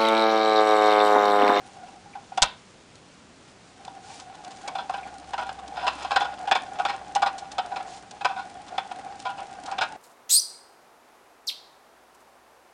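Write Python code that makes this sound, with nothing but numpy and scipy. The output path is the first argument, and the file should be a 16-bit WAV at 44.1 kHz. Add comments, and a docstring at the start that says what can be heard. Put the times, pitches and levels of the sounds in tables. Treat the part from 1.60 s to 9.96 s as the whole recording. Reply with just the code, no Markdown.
"""A plastic wheel drones and chatters as a hamster runs in it, inside a plastic tub in a quiet room.
Knocks: the loose wheel rocks on its axle in bouts; disc modes boom, the shell clacks, hard edges tick.
Drone: the rubbing hub drives the disc modes and squeaks close to the main one.
Filtered random grains make paws, scrapes and a soft rustling hiss; brief chirps and one thump join them.
Behind lie a short echo, steady air noise and a faint low hum that swells and fades."""
import sys
import numpy as np
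from scipy import signal
from scipy.fft import rfft, irfft
from scipy.io import wavfile
from scipy.ndimage import uniform_filter1d

SR = 44100
rng = np.random.default_rng(int(sys.argv[2]) if len(sys.argv) > 2 else 0)


def to_wav(sig):
    """Store sig (one row per channel, or 1-D mono) as 16-bit WAV at the path in sys.argv[1].

    Samples outside -1..1 are clipped; the rate is SR.
    """
    pcm = np.clip(np.atleast_2d(sig), -1, 1) * 32767
    pcm = np.round(pcm).astype(np.int16)
    wavfile.write(sys.argv[1], SR, pcm.T)  # frames by channels


N = 368876
TIME = np.arange(N) / SR

# wheel rocking against its axle: start_s, contact_s, boom_db, hardness (0-1), rebounds (count)
KNOCKS = [(0.282, .007, -49.5, 0.46, 0), (0.456, 0.0059, -49.5, 0, 0), (0.552, 0.0048, -37, .1, 0),
          (0.568, 0.0065, -42, 0, 0), (0.718, 0.0067, -38.5, 0, 0), (0.774, 0.0083, -23.5, 0.39, 0),
          (0.82, 0.0088, -26.5, 0, 0), (2.278, 0.0023, -39, 0.47, 0), (2.746, 0.008, -49, 0.64, 0),
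          (3.075, .01, -37, 0.8, 0), (3.152, 0.0067, -29.5, 0.35, 0), (3.182, 0.017, -32, 0.55, 0),
          (3.295, 0.0032, -30.5, 0.56, 0), (3.337, .011, -32, 0.54, 1), (3.734, 0.0067, -32.5, 0.87, 0),
          (3.779, 0.02, -29.5, 0.64, 2), (3.891, 0.0022, -36, 0.63, 0), (3.987, 0.0073, -51, 1, 0),
          (4.169, 0.0085, -33, 0.4, 0), (4.225, 0.064, -26.5, 0, 0), (4.267, .016, -26.5, 0.92, 0),
          (4.447, 0.0052, -33, 0.62, 0), (4.508, 0.021, -25.5, 0.72, 0), (4.559, 0.01, -19.5, 0.73, 0),
          (4.605, 0.019, -24, 0.56, 1), (4.873, 0.0096, -27, 0.3, 0), (4.913, 0.0071, -18, 0.67, 0),
          (4.951, 0.0096, -26.5, 0.87, 0), (5.188, 0.014, -23.5, 0.38, 0), (5.251, 0.0052, -25, .72, 0),
          (5.286, 0.018, -30, 0.68, 1), (5.557, 0.0078, -19, .26, 0), (5.62, 0.011, -19.5, 0.56, 0),
          (5.661, 0.012, -26.5, 0.69, 0), (5.982, 0.009, -22.5, 0.52, 0), (6.114, 0.012, -30.5, 0.03, 0),
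          (6.16, 0.0089, -32.5, .62, 1), (6.609, 0.0092, -33.5, .5, 0), (6.647, 0.0091, -25.5, 1, 0),
          (6.693, 0.029, -30.5, 0.2, 0), (6.76, 0.05, -31, .3, 0), (6.786, 0.011, -33, 0, 0),
          (7.14, 0.0079, -40, 0.1, 0), (7.179, 0.0067, -26, 0.59, 0), (7.312, 0.006, -36, 0.4, 0),
          (7.65, 0.023, -28, .42, 1), (7.779, 0.022, -38.5, 0.69, 0), (8.077, .016, -35.5, 0.42, 0),
          (8.112, 0.023, -32.5, 0.47, 0), (8.182, .006, -28.5, .7, 0), (8.21, 0.02, -28, 1, 0)]
REBOUND_S, REBOUND_LOSS_DB, REBOUND_HARDNESS_RATIO = .04, 5.5, 0.69


def blows_on_axle():
    """List each knock and its ever weaker, softer rebounds: start_s, contact_s, boom_db, hardness."""
    blows = []
    for start_s, contact_s, boom_db, hardness, rebounds in KNOCKS:
        for k in range(round(rebounds) + 1):
            softened = np.clip(hardness, 0, 1) * REBOUND_HARDNESS_RATIO ** k
            blows.append((start_s + k * REBOUND_S, contact_s, boom_db - k * REBOUND_LOSS_DB, softened))
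    return blows


# clack and edge relative to the boom: softest_db, hardest_db
CLACK_RE_BOOM_DB = (-16, 4)
EDGE_RE_BOOM_DB = (-32.5, -13)
# sharp edge of a hard contact, also used by ticks(): freq_hz, density_db (per Hz)
EDGE_SPECTRUM = [(500, -29.5), (2000, -12.5), (3500, 0.5), (5300, -0.5), (7000, -3), (8500, -8),
                 (10000, -16)]


def knocks(clack_t60_s=0.05, edge_t60_s=0.013, grip_t60_s=0.45, swell=0.85):
    """The shell clacks at once, the disc booms up under it; harder contacts are brighter."""
    out = np.zeros(N + SR)
    t = TIME[:SR // 10]
    clatter = shell(rng.standard_normal(N + SR))
    edge = colour(rng.standard_normal(N + SR), EDGE_SPECTRUM)
    for start_s, contact_s, boom_db, hardness in blows_on_axle():
        span = span_at(start_s)
        clack_db = boom_db + np.interp(hardness, (0, 1), CLACK_RE_BOOM_DB)
        edge_db = boom_db + np.interp(hardness, (0, 1), EDGE_RE_BOOM_DB)
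        blows = chatter(contact_s)
        # longer contact pushes the disc more slowly; the axle's grip damps it
        rise = 1 - np.exp(-(t / max(swell * contact_s, 1 / SR)) ** 2)
        boom = disc_ring(detune=.018, scatter_db=3) * rise * fade(t, grip_t60_s)
        clack = contact_spot(clatter[span] * ring_out(blows, clack_t60_s), boost_db=4)
        tick = edge[span] * ring_out(blows, edge_t60_s)
        out[span] += at_level(boom, boom_db) + at_level(clack, clack_db) + at_level(tick, edge_db)
    return out[:N]


# low modes of the wheel's disc: freq_hz, t60_s, level_db
WHEEL_MODES = [(518, 0.041, -12.5), (661, 0.1, -11), (739, 0.066, 2), (779.9, 0.061, 10), (963.5, 0.11, -8),
               (1044, 0.046, -7.5), (1282, 0.062, -19), (1429, 0.16, -12.5), (1559, 0.13, -24)]


def disc_ring(detune, scatter_db):
    """Decaying disc modes after one push; turning and the animal's weight may shift them."""
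    t = TIME[:SR // 10]
    hz, t60_s, level_db = np.transpose(WHEEL_MODES)[:, :, None]
    shift, size = rng.standard_normal((len(hz), 2)).T[:, :, None]
    strength = undb(level_db + scatter_db * size) * fade(t, t60_s)
    return np.sum(strength * np.sin(2 * np.pi * hz * (1 + detune * shift) * t), axis=0)


# broad colour of the thin shell: freq_hz, density_db (per Hz)
SHELL_SPECTRUM = [(60, -39.5), (150, -11), (300, -8), (600, 3.5), (1000, 8), (1500, 0.5), (2000, -6.5),
                  (2700, -2.5), (3400, -6.5), (4500, -11), (6000, -33), (8000, -40.5), (10000, -43)]
# resonances added ahead of that colour: freq_hz, width_hz, gain_db
SHELL_PEAKS = [(1533, 75, 2), (1860, 16, 4), (2330, 69, -1.5), (2587, 120, -1.5), (3230, 54, -5.5),
               (3484, 150, 3.5), (3620, 19, -18.5), (4140, 62, 5), (5040, 87, 15.5), (5280, 160, 16)]


def shell(force):
    """Pass a force through the thin plastic shell's resonances and colour; rms 1."""
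    resonant = force.copy()
    for hz, width_hz, gain_db in SHELL_PEAKS:
        resonant += undb(gain_db) * signal.lfilter(*signal.iirpeak(hz, hz / width_hz, fs=SR), force)
    return unit(colour(resonant, SHELL_SPECTRUM))


def contact_spot(x, boost_db):
    """Each spot on the turning wheel favours four random resonances."""
    spots_hz = np.exp(rng.uniform(np.log(850), np.log(4200), 4))
    peaks = sum(signal.lfilter(*signal.iirpeak(hz, 16, fs=SR), x) for hz in spots_hz)  # Q 16
    return x + undb(boost_db) * peaks


def chatter(contact_s):
    """Energy of a first blow and rapid rebounds; a looser rattle trails off."""
    t = TIME[:SR // 10]
    blows = contacts(len(t), rate_hz=1100, scatter_db=4) ** 2
    blows[0] += 1.5
    rattle = contacts(len(t), rate_hz=130, scatter_db=4) ** 2 * fade(t, .3) ** 2
    return blows / (1 + (t / max(contact_s, 1 / SR)) ** 6) + .12 * rattle


def ring_out(blows, t60_s):
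    """Envelope of a dense ring: blow energies decay and add."""
    return np.sqrt(signal.lfilter([1], [1, -fade(1 / SR, t60_s) ** 2], blows))


# friction of the rubbing hub, ahead of the disc: freq_hz, density_db (per Hz)
RUB_SPECTRUM = [(100, -18), (400, -8.5), (580, -8), (700, -4), (790, -6), (930, -10), (1500, -0.5),
                (2200, 1.5), (4000, 4), (9000, -8)]
SQUEAK_HZ = 782.6  # mean, close to the disc's main mode


def hub(run_db, gain_db=2):
    """Hub friction drives the disc modes and half locks into a wavering squeak; load varies."""
    load = undb(3 * walk(44))
    friction = colour(contacts(N, rate_hz=3000, scatter_db=3), RUB_SPECTRUM)
    rub = unit(signal.oaconvolve(friction, disc_ring(detune=0, scatter_db=0))[:N])
    hz = SQUEAK_HZ + 26 * walk(18) + 26 * walk(70)
    squeak = np.sin(2 * np.pi * np.cumsum(hz) / SR)
    return unit(rub + squeak) * load * undb(run_db + gain_db)


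def jiggle(run_db, gain_db=-14, t60_s=0.037):
    """Random light taps ring the shell, following the running level."""
    taps = contacts(N, rate_hz=14, scatter_db=2) ** 2
    return unit(shell(rng.standard_normal(N)) * ring_out(taps, t60_s)) * undb(run_db + gain_db)


# sharp ticks and scratches, some alone, some the bright crack of a knock: start_s, contact_s, edge_db
TICKS = [(0.775, 0.0062, -39.5), (0.82, 0.011, -16), (1.355, 0.0021, -57.5), (2.2505, .002, -50.5),
         (2.599, 0.0072, -47.5), (2.846, 0.0044, -49.5), (2.906, 0.024, -51), (3.077, 0.0059, -40.5),
         (4.078, 0.0033, -50.5), (4.4236, 0.009, -48), (5.551, 0.0077, -34.5), (5.781, 0.022, -43),
         (5.916, .01, -45), (6.51, .0064, -48), (7.081, 0.0086, -52.5), (7.6, 0.0059, -47.5),
         (8.059, 0.0079, -45), (8.115, 0.008, -47)]
TICK_SHELL_RE_EDGE_DB = -5


def ticks(edge_t60_s=0.015, shell_t60_s=0.067, settle_t60_s=0.19):
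    """A hard edge skips over the plastic and settles; the shell answers more weakly."""
    out = np.zeros(N + SR)
    clatter = shell(rng.standard_normal(N + SR))
    edge = colour(rng.standard_normal(N + SR), EDGE_SPECTRUM)
    for start_s, contact_s, edge_db in TICKS:
        span = span_at(start_s)
        blows = chatter(contact_s) * fade(TIME[:SR // 10], settle_t60_s) ** 2
        out[span] += at_level(edge[span] * ring_out(blows, edge_t60_s), edge_db)
        answer = clatter[span] * ring_out(blows, shell_t60_s)
        out[span] += at_level(answer, edge_db + TICK_SHELL_RE_EDGE_DB)
    return out[:N]


# wheel scraping along its axle while running: time_s, level_db
SCRAPE = [(4.1, -65), (4.2, -38), (4.33, -46.5), (4.45, -38), (4.62, -65), (4.75, -42.5)]


def scraping():
    """Continuous gritty contact heard through the shell; silent outside its table."""
    grit = contacts(N, rate_hz=2000, scatter_db=4) * undb(1.5 * walk(40))
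    level_db = np.interp(TIME, *np.transpose(SCRAPE), left=-np.inf, right=-np.inf)
    return shell(grit) * undb(level_db)


# brief slips of dry plastic: start_s, length_s, pitch_hz, peak_db
CHIRPS = [(0.533, 0.0087, 2270, -44.5), (3.429, 0.011, 2490, -40.5)]


def chirps(sag=0.09, rough=0.11):
    """Slipping plastic: a short tone with rough, falling pitch."""
    out = np.zeros(N)
    waver = rough * walk(900)
    for start_s, length_s, pitch_hz, peak_db in CHIRPS:
        span, progress = span_at(start_s), TIME[:SR // 10] / length_s
        hz = pitch_hz * (1 - sag * (np.minimum(progress, 1) - .5) + waver[span])
        envelope = 2 * progress * np.exp(1 - 2 * progress)  # peaks at half length
        out[span] += undb(peak_db) * envelope * np.sin(2 * np.pi * np.cumsum(hz) / SR)
    return out


# paw on the track, soft pad below, claws above: freq_hz, density_db (per Hz)
PAW_SPECTRUM = [(80, -28.5), (200, -6.5), (300, 14), (450, -34), (1000, -8), (2000, -9.5), (4000, -7.5),
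                (10000, -12)]


def paws(run_db, gain_db=-11, t60_s=0.021):
    """Light random footfalls as decaying noise, following the running level."""
    steps = np.abs(contacts(N, rate_hz=22, scatter_db=2))
    patter = signal.lfilter([1], [1, -fade(1 / SR, t60_s)], steps) * rng.standard_normal(N)
    return unit(colour(patter, PAW_SPECTRUM)) * undb(run_db + gain_db)


# soft rustling hiss: freq_hz, density_db (per Hz)
RUSTLE_SPECTRUM = [(100, -25.5), (500, -2.5), (1200, -1), (2500, 5), (4500, 7), (7000, 5), (10000, -2)]
# swells of soft rustling hiss: middle_s, half_width_s, level_db
SWELLS = [(2.54, 0.062, -47.5), (3.02, 0.059, -54), (4.35, .12, -52.5), (6.33, 0.041, -47)]
RUSTLE_REST_DB, RUSTLE_RE_RUN_DB = -59, -18


def rustle(run_db):
    """Dense fine grains blur into a soft hiss; rest, running and swell powers add."""
    grains = contacts(N, rate_hz=9000, scatter_db=4) * undb(walk(30))
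    power = undb(RUSTLE_REST_DB) ** 2 + undb(run_db + RUSTLE_RE_RUN_DB) ** 2
    for middle_s, half_width_s, level_db in SWELLS:
        power += undb(level_db) ** 2 * np.exp(-((TIME - middle_s) / half_width_s) ** 2)
    return unit(colour(grains, RUSTLE_SPECTRUM)) * np.sqrt(power)


# low shudder of the tub: freq_hz, density_db (per Hz)
THUMP_SPECTRUM = [(12, 7), (30, 4), (70, 1), (130, -7), (300, -9), (900, -41)]
THUMP_S, THUMP_DB, THUMP_T60_S = 0.820, -31, 0.15  # coincides with a knock and a tick


def thump():
    """Tub shudder: dull low noise, abrupt start, exponential decay."""
    age_s = np.maximum(TIME - THUMP_S, 0)
    shudder = unit(colour(rng.standard_normal(N), THUMP_SPECTRUM))
    return shudder * undb(THUMP_DB) * (age_s > 0) * fade(age_s, THUMP_T60_S)


# echo colour, strongest at 800-2000 Hz: freq_hz, level_db
ECHO_SPECTRUM = [(300, -2.5), (800, 8.5), (1200, 7), (2000, 9), (3500, 4), (5300, -6), (7500, -24),
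                 (10000, -5)]


def room(x, wet_db=-17.5, t60_s=.28, gap_s=0.0028):
    """Short echo of tub and furnished room: convolution with decaying coloured noise."""
    t = TIME[:SR // 2]
    onset = 1 - np.exp(-(t / gap_s) ** 2)
    tail = colour(rng.standard_normal(len(t)) * fade(t, t60_s) * onset, ECHO_SPECTRUM)
    return undb(wet_db) * signal.oaconvolve(x, tail / np.sqrt(np.sum(tail ** 2)))[:N]


# steady room noise: freq_hz, density_db (per Hz)
AIR_SPECTRUM = [(12, -41), (20, -13), (37, -23), (60, -10.5), (156, -6.5), (187, -4.5), (349, -9),
                (477, -11), (603, -12), (1500, -16.5), (1710, -18.5), (1940, -19.5), (2800, -21),
                (10000, -36), (13000, -72), (22000, -120)]
# swelling hum: time_s, level_db
HUM = [(0, -100), (2.9, -78), (3.5, -59), (4.5, -56.5), (5.0, -65.5), (5.5, -63), (6.3, -68.5),
       (8.36, -87.5)]
AIR_DB, HUM_HZ = -52.5, 65.3  # HUM_HZ is the mean pitch


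def background():
    """Steady coloured noise plus a low sine with wavering pitch."""
    air = unit(colour(rng.standard_normal(N), AIR_SPECTRUM)) * undb(AIR_DB)
    hum = unit(np.sin(2 * np.pi * np.cumsum(HUM_HZ + .8 * walk(3.7)) / SR))
    return air + hum * undb(np.interp(TIME, *np.transpose(HUM)))


def undb(db):
    """Decibels to gain."""
    return np.exp(np.asarray(db) * np.log(10) / 20)


def unit(x):
    """Scale to rms 1."""
    return x / np.sqrt(np.mean(x ** 2))


def fade(t, t60_s):
    """Exponential decay, 60 dB down after t60_s."""
    return np.exp(-np.log(1000) * t / t60_s)


def colour(x, points, size=16384):
    """Causal minimum-phase filter through (freq_hz, level_db) points."""
    hz, db = np.transpose(points)
    bins_hz = np.maximum(np.arange(size // 2 + 1), 1) * SR / size
    cepstrum = irfft(np.log(undb(np.interp(np.log(bins_hz), np.log(hz), db))))
    # fold the cepstrum to make the response causal
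    cepstrum[1:size // 2] *= 2
    cepstrum[size // 2 + 1:] = 0
    response = irfft(np.exp(rfft(cepstrum)))[:size // 2]
    return signal.oaconvolve(x, response)[:len(x)]


def walk(rate_hz):
    """Random levels held 1 / rate_hz and slewed; rms about 1."""
    hold = int(SR / rate_hz)
    steps = np.repeat(rng.standard_normal(N // hold + 1), hold)
    return unit(uniform_filter1d(steps, hold)[:N])


def contacts(size, rate_hz, scatter_db):
    """Tiny impacts of uneven strength and random sign at random moments."""
    out = np.zeros(size)
    count = int(size * rate_hz / SR)
    where = rng.integers(0, size, count)
    strength_db = scatter_db * np.clip(rng.standard_normal(count), -2, 2)
    out[where] = rng.choice([-1, 1], count) * undb(strength_db)
    return out


def span_at(start_s):
    """Samples of the 0.1 s in which a contact rings."""
    return slice(int(start_s * SR), int(start_s * SR) + SR // 10)


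LEVEL_WINDOW_S = .03


def at_level(part, level_db):
    """Scale a short sound so its energy spread over LEVEL_WINDOW_S has this rms."""
    return undb(level_db) * part * np.sqrt(LEVEL_WINDOW_S * SR / np.sum(part ** 2))


# running level, reference for hub, jiggle, paws and rustle: time_s, level_db
RUN = [(0.0, -49), (0.37, -56.5), (0.72, -67), (0.98, -92), (2.14, -62), (2.22, -55.5), (2.45, -50.5),
       (3.17, -44), (3.44, -45), (5.1, -41.5), (5.52, -44), (5.94, -46), (6.13, -40), (6.48, -51.5),
       (6.95, -46.5), (7.5, -44.5), (8.36, -44.5)]


def scene():
    """Sum wheel, tub and room into one channel."""
    run_db = np.interp(TIME, *np.transpose(RUN))
    wheel = knocks() + hub(run_db) + jiggle(run_db) + ticks() + scraping() + chirps()
    wheel += paws(run_db) + rustle(run_db)
    return (wheel + room(wheel) + thump() + background())[None]


TOP_HZ = 10000


def record(dry):
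    """Round the loudest peaks by soft saturation, then cut steeply above TOP_HZ."""
    rounded = .75 * np.tanh(dry / .75)
    lowpass = signal.ellip(10, .2, 70, TOP_HZ, fs=SR, output="sos")  # .2 dB ripple, 70 dB stop
    return signal.sosfilt(lowpass, rounded)


dry = scene()
out = record(dry)
to_wav(out)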